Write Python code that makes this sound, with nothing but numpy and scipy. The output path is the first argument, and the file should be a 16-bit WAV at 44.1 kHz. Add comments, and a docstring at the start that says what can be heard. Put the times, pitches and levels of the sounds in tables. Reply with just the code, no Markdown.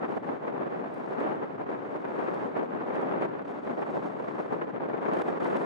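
"""A fluttering, surf-like roar and a thin hiss surge and duck together in gusty wind on a boulder shore.
Both are shaped noise, with slow swells, sudden blasts and brief dips; sharp crackles spit on top.
Underneath, distant breaking waves blend into an even wash, beside a low rumble.
A few tiny ticks sound close by."""
import sys
import numpy as np
from scipy import signal
from scipy.fft import rfft, irfft, next_fast_len
from scipy.io import wavfile

SR = 44100
rng = np.random.default_rng(int(sys.argv[2]) if len(sys.argv) > 2 else 0)


def master_out(mix):
    """Clip the mix to full scale and print it as 16-bit PCM to the path in sys.argv[1]."""
    frames = np.transpose(np.atleast_2d(mix))
    ceiling = np.clip(frames, -1, 1)
    pcm = np.round(ceiling * 32767).astype(np.int16)
    wavfile.write(sys.argv[1], SR, pcm)


N = 249165
TIME = np.arange(N) / SR
FREQ = np.maximum(np.arange(N // 2 + 1) * SR / N, 1)


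def gain(db):
    """Turn decibels into a number to multiply by."""
    return 10 ** (np.asarray(db) / 20)


def unit(x):
    """Scale to an average size (rms) of 1."""
    return x / np.sqrt(np.mean(x ** 2))


def by_frequency(rows):
    """Turn each column after the first (Hz) into a curve over all frequencies."""
    hz, *columns = np.transpose(rows)
    return [np.interp(np.log(FREQ), np.log(hz), column) for column in columns]


def colour(noise, tone):
    """Shape noise with a tone table, then scale it to size 1."""
    return unit(irfft(rfft(noise) * gain(by_frequency(tone)[0]), N))


def split(x, hz):
    """The parts of a sound below and above a frequency."""
    low = irfft(rfft(x) / (1 + (FREQ / hz) ** 4), N)
    return low, x - low


def band(x, band_hz):
    """Keep what lies between two frequencies."""
    return signal.sosfilt(signal.butter(4, band_hz, "bandpass", fs=SR, output="sos"), x)


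def wander(hz):
    """A smooth random wobble of size 1, up to about hz times a second."""
    size = next_fast_len(N)
    freq = np.arange(size // 2 + 1) * SR / size
    slow = rfft(rng.standard_normal(size)) / (1 + (freq / hz) ** 4)
    return unit(irfft(slow, size)[:N])


def stereo_noise(likeness, lead=0):
    """Left and right noise, partly shared; lead shifts the shared part's phase on the right."""
    left, own = rfft(rng.standard_normal((2, N)))
    right = likeness * np.exp(1j * lead) * left + np.sqrt(1 - likeness ** 2) * own
    return irfft(np.array([left, right]), N)


def pan(x, left_db):
    """Make the left side left_db louder than the right."""
    return irfft(rfft(x) * gain(np.array([[.5], [-.5]]) * left_db), N)


def crackle(per_second, spread_db):
    """Tiny random pops: many faint ones and a few that stand out."""
    pops = rng.random(N) < per_second / SR
    size = np.minimum(rng.exponential(size=N), 6)
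    return unit(pops * gain(spread_db * size) * rng.choice([-1, 1], N))


def swells(rows, steepness=2.93):
    """Brief bumps and dips in dB; the level builds more slowly than it drops."""
    level_db = np.zeros(N)
    for time, half_length, db in rows:
        near = slice(*np.searchsorted(TIME, [time - 5 * half_length, time + 5 * half_length]))
        age = TIME[near] - time
        rising = (age < 0) == (db > 0)
        width = half_length * np.where(rising, 1.15, .85)
        level_db[near] += db * np.exp(-.5 * np.abs(age / width) ** steepness)
    return level_db


# Slow changes in the loudness of the roar: (time [s], level [dB])
SURGE_LEVELS = [(0.0, -35.5), (0.6, -32.5), (0.8, -34), (0.95, -37), (1.16, -34), (1.2, -27), (1.33, -29.5),
                (1.38, -34.5), (1.5, -37.5), (1.91, -36), (2.28, -31), (2.39, -32.5), (2.84, -33.2),
                (3.0, -29.5), (3.1, -30), (3.19, -31), (3.42, -37.5), (3.55, -35.5), (3.65, -36.5),
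                (4.08, -32.5), (4.14, -37), (4.99, -32), (5.07, -28.5), (5.21, -28.5), (5.38, -30.5),
                (5.45, -29.5), (5.65, -29)]
def surges():
    """The slow rise and fall that the roar and hiss share, in dB."""
    return np.interp(TIME, *np.transpose(SURGE_LEVELS))


def flutter():
    """The loudness shakes at random, faster than the surges; the swing is in dB."""
    wobble_db = 0.2 * wander(hz=39)
    shudder_db = 1.13 * wander(hz=65.6)
    swing_db = wobble_db + shudder_db
    swing_db -= .12 * swing_db ** 2  # dips go deeper than peaks go high
    return split(swing_db, hz=1.1)[1]  # keep only the fast part


# Tone of the roar: (frequency [Hz], relative level [dB])
ROAR_TONE = [(60, -55), (100, -30.5), (150, -9), (210, -2), (380, 3.5), (560, 1), (950, -4.5),
             (1700, -14.5), (2500, -26.5), (3500, -38), (5000, -53.5), (7000, -74), (11000, -100)]
# Its stereo spread: (frequency [Hz], likeness [0-1], right lead [radians], left minus right [dB])
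ROAR_STEREO = [(129, 0.1, -2.5, 8), (218, 0.48, 2, 4.5), (440, 0.33, 3, 0.4), (1300, 0.41, 3, 1.5),
               (2540, 0.52, 2, 0), (3580, 0.5, 2.14, -0.5), (6000, 0.2, 5, -6.5)]
def roar(level_db, flutter_db, bite_db):
    """A surf-like roar: both sides surge together, but each also flickers on its own."""
    likeness, lead, left_db = by_frequency(ROAR_STEREO)
    own_db = 0.93 * np.array([wander(hz=33), wander(hz=24)])
    shared_db = 1.58 * wander(hz=190)
    noise = stereo_noise(likeness, lead) * gain(own_db + shared_db)
    noise = pan(colour(noise, ROAR_TONE), left_db)
    low, high = split(noise, hz=1100)
    # the louder the roar, the brighter it gets
    bright_db = 0.11 * (level_db - level_db.mean()) + bite_db + 0.22 * wander(hz=6.4)
    return (low + gain(bright_db) * high) * gain(level_db + flutter_db + 0.03)


# Loudness of the hiss before the surges are added: (time [s], relative level [dB])
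HISS_LEVELS = [(0, -83), (.11, -79), (.53, -84), (.85, -82), (1.0, -77), (1.33, -83), (2.33, -79),
               (2.64, -83), (2.98, -82), (3.35, -84), (3.49, -79), (4.07, -77.5), (4.16, -79), (4.3, -76.5),
               (4.8, -85), (5.2, -79), (5.38, -79.5), (5.65, -76.5)]
# Tone of the hiss: (frequency [Hz], relative level [dB])
HISS_TONE = [(500, -20.5), (1500, 0.5), (3500, 13), (5500, 3.5), (8500, -.5), (10000, -7.5), (12000, -17.5),
             (15000, -20)]
def hiss(surge_db, sudden_db, flutter_db):
    """A fine, crackling hiss rises and falls with the roar, alike on both sides."""
    strength_db = np.interp(TIME, *np.transpose(HISS_LEVELS)) + 0.75 * (surge_db - surge_db.mean())
    swing_db = 0.61 * sudden_db + 0.9 * flutter_db
    noise = stereo_noise(likeness=0.98) * gain(1.7 * wander(hz=400))
    noise += gain(-9) * crackle(per_second=700, spread_db=2)
    low, top = split(colour(noise, HISS_TONE), hz=10800)
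    # only the strongest hiss opens the very top into a sizzle
    sizzle_from_db = -76.5
    sizzle_db = np.clip(8 * (strength_db - sizzle_from_db), -2, 8)
    return (low + top * gain(sizzle_db)) * gain(strength_db + swing_db + 8)


# Tone of the rumble: (frequency [Hz], relative level [dB])
RUMBLE_TONE = [(20, -36), (45, -41), (68, -30), (100, -8.5), (135, -2), (175, 1.5), (220, 0.5), (300, 0.5),
               (600, -38.5), (3000, -110)]
def rumble():
    """Big, slow whirls of air keep up a low rumble, mostly on the left."""
    air = colour(stereo_noise(likeness=.6), RUMBLE_TONE)
    return pan(air, left_db=6) * gain(-49.5 + 1.1 * wander(hz=21))


# Tone of the surf: (frequency [Hz], relative level [dB])
SURF_TONE = [(60, -38), (130, -30.5), (250, 8), (550, 0.5), (1100, -5), (2200, -18), (4500, -39),
             (7000, -62.5), (11000, -84)]
def surf():
    """Many distant breaking waves blend into a wide, gently heaving wash."""
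    wash = colour(stereo_noise(likeness=0.035), SURF_TONE)
    return wash * gain(-45 + 0.51 * wander(hz=1.8))


# Sudden blasts: (time [s], half length [s], level change [dB], bite [dB])
SUDDEN_BLASTS = [(0.046, 0.016, 6, 3), (0.11, 0.03, 4.5, -1.5), (0.176, 0.008, 12, -1.5),
                 (0.307, 0.021, 4.5, -3), (0.481, 0.0069, 5, 2.5), (0.677, 0.008, -1, 1),
                 (1.133, 0.011, 4, -0.5), (1.438, 0.013, 4.5, 1), (1.618, 0.011, 5.5, -2),
                 (1.7, 0.008, 8.5, -2.5), (1.735, 0.021, 5, 0), (1.859, 0.0039, 3, 1),
                 (1.956, 0.0096, 4.5, -3), (2.057, 0.0082, 2.5, 4.5), (2.107, 0.0027, 1, 3),
                 (2.191, 0.007, 4, 0), (2.21, 0.0038, 4, -1), (2.28, 0.011, 1, 3), (2.454, 0.016, 5, -4.5),
                 (2.573, 0.012, 5, 1.5), (2.598, 0.003, 6.5, 1), (2.637, 0.006, 5, -11),
                 (2.75, 0.0048, 5.5, -6.5), (2.869, 0.0054, 4.5, -2.5), (2.966, 0.013, 1, 3),
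                 (3.23, 0.011, 5, 6), (3.255, 0.0074, 7, -1.5), (3.396, 0.0064, 4, 4.5),
                 (3.593, 0.0062, 1.5, -4), (3.672, 0.018, 3.5, 0), (3.715, 0.014, 5.5, 0),
                 (3.788, 0.013, 6.5, -5), (3.829, 0.0077, 4.5, 1.5), (3.91, 0.0085, 3.5, -10),
                 (3.962, 0.017, 4.5, -4), (4.048, 0.011, 3.5, -4), (4.203, 0.0045, 8.5, -6),
                 (4.289, 0.0085, 2.5, 4), (4.4, 0.015, 6.5, -0.5), (4.541, 0.019, 8, -4.5),
                 (4.621, 0.0062, 4.5, 7.5), (4.692, 0.0049, 6.5, -3.5), (4.77, 0.0072, -0.5, 2),
                 (4.94, 0.0052, 3, -2), (5.027, 0.008, 1.5, -0.5), (5.089, 0.0063, 4, -5.5),
                 (5.139, 0.012, 3.5, 0.5), (5.184, 0.006, -2.5, 4), (5.221, 0.0046, 7, -3),
                 (5.296, 0.0086, 1.5, 1.5), (5.399, 0.007, 1.5, 1), (5.46, 0.014, 1, 3),
                 (5.507, 0.004, 2.5, 0.5), (5.558, 0.012, 3, 4)]
def blasts():
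    """The roar and hiss jump for a moment; bite is an extra change in the high part of the roar."""
    blast_db = swells([(time, half, db) for time, half, db, _ in SUDDEN_BLASTS])
    bite_db = swells([(time, half, bite) for time, half, _, bite in SUDDEN_BLASTS])
    return blast_db, bite_db


# Brief dips in loudness, and one rise: (time [s], half length [s], level change [dB])
LOUDNESS_DIPS = [(0.075, 0.0053, -7.5), (0.201, 0.022, -9), (0.397, 0.019, -8.5), (0.512, 0.011, -3),
                 (0.9, 0.011, -1.5), (1.573, 0.0072, -5.5), (1.652, 0.0061, -11.5), (2.0, 0.012, -2.5),
                 (2.513, 0.023, -5), (2.675, 0.022, -5.5), (3.437, 0.0078, -12), (3.467, 0.005, -9.5),
                 (3.615, 0.012, -5.5), (3.753, 0.0078, -1), (4.245, 0.0048, 5), (4.48, 0.011, -2.5),
                 (4.658, 0.01, -8), (4.722, 0.0085, -9.5), (4.792, 0.0052, -13.5), (4.875, 0.007, -9),
                 (5.003, 0.0059, -7), (5.158, 0.0033, -1), (5.237, 0.012, -8.5), (5.391, 0.006, -13.5)]
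def dips():
    """The roar and hiss duck for a moment; the change is in dB."""
    return swells(LOUDNESS_DIPS)


# Spurts of crackle: (time [s], half length [s], level [dB])
SPIT_SPURTS = [(0.162, 0.011, -70), (0.477, .005, -69), (2.347, 0.0093, -65), (2.573, .004, -61),
               (2.596, 0.0018, -63), (2.954, 0.012, -62.5), (3.015, .01, -65.5), (3.132, .003, -64),
               (3.218, 0.0062, -60), (3.24, .006, -63), (3.253, 0.0041, -60), (3.495, 0.023, -68),
               (3.65, .0015, -60), (3.818, .008, -65), (4.066, .007, -64), (4.414, 0.01, -65),
               (4.525, .008, -65), (4.888, .002, -67), (5.138, .004, -58), (5.17, .003, -58),
               (5.192, .008, -57.5), (5.217, .004, -54), (5.285, 0.0056, -57.5), (5.406, .004, -62),
               (5.44, 0.011, -58.5), (5.47, .006, -54.5), (5.498, .003, -60), (5.569, .003, -52.5)]
# Tone of the spits: (frequency [Hz], relative level [dB])
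SPIT_TONE = [(500, -12), (2000, 11), (3200, 17.5), (4500, 7), (6000, 2.5), (9000, -1), (11000, -6.5),
             (13000, -12), (15000, -24)]
def spits():
    """The hardest gusts tear at the microphone in short spurts of sharp crackle."""
    loudness = sum(gain(db) * np.exp(-.5 * ((TIME - time) / half) ** 2) for time, half, db in SPIT_SPURTS)
    grains = crackle(per_second=1100, spread_db=3.5) + gain(-2.5) * stereo_noise(likeness=0.46)
    return colour(grains, SPIT_TONE) * loudness


# Tiny ticks: (time [s], peak level [dB], low edge [Hz], high edge [Hz])
CLOSE_TICKS = [(0.9412, -54, 7800, 11200), (0.9818, -62, 7800, 11000), (1.0878, -62, 6300, 9300)]
def ticks(rustle_db=-27, fade_s=0.055):
    """Hard things touch close by: each gives a bright snap, then a faint, airy rustle."""
    snaps, rustle = np.zeros((2, N))
    for time, db, low_hz, high_hz in CLOSE_TICKS:
        snap = band(signal.unit_impulse(N, int(time * SR)), [low_hz, high_hz])
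        snaps += gain(db) * snap / np.abs(snap).max()
        age = np.maximum(TIME - time, 0)
        rustle += gain(db + rustle_db) * (age > 0) * np.exp(-age / fade_s)
    return snaps + band(rustle * rng.standard_normal(N), band_hz=[3000, 15000])


def scene():
    """The roar and hiss surge and duck together; the other sounds are added to them."""
    surge_db, flutter_db = surges(), flutter()
    blast_db, bite_db = blasts()
    sudden_db = blast_db + dips()
    rush = roar(surge_db + sudden_db, flutter_db, bite_db) + hiss(surge_db, sudden_db, flutter_db)
    return rush + spits() + rumble() + surf() + ticks()


def record(dry):
    """The camera that holds the microphone cuts off the highest treble."""
    top_hz = 15000
    return signal.sosfilt(signal.ellip(8, .2, 70, top_hz, fs=SR, output="sos"), dry)


dry = scene()
out = record(dry)
master_out(out)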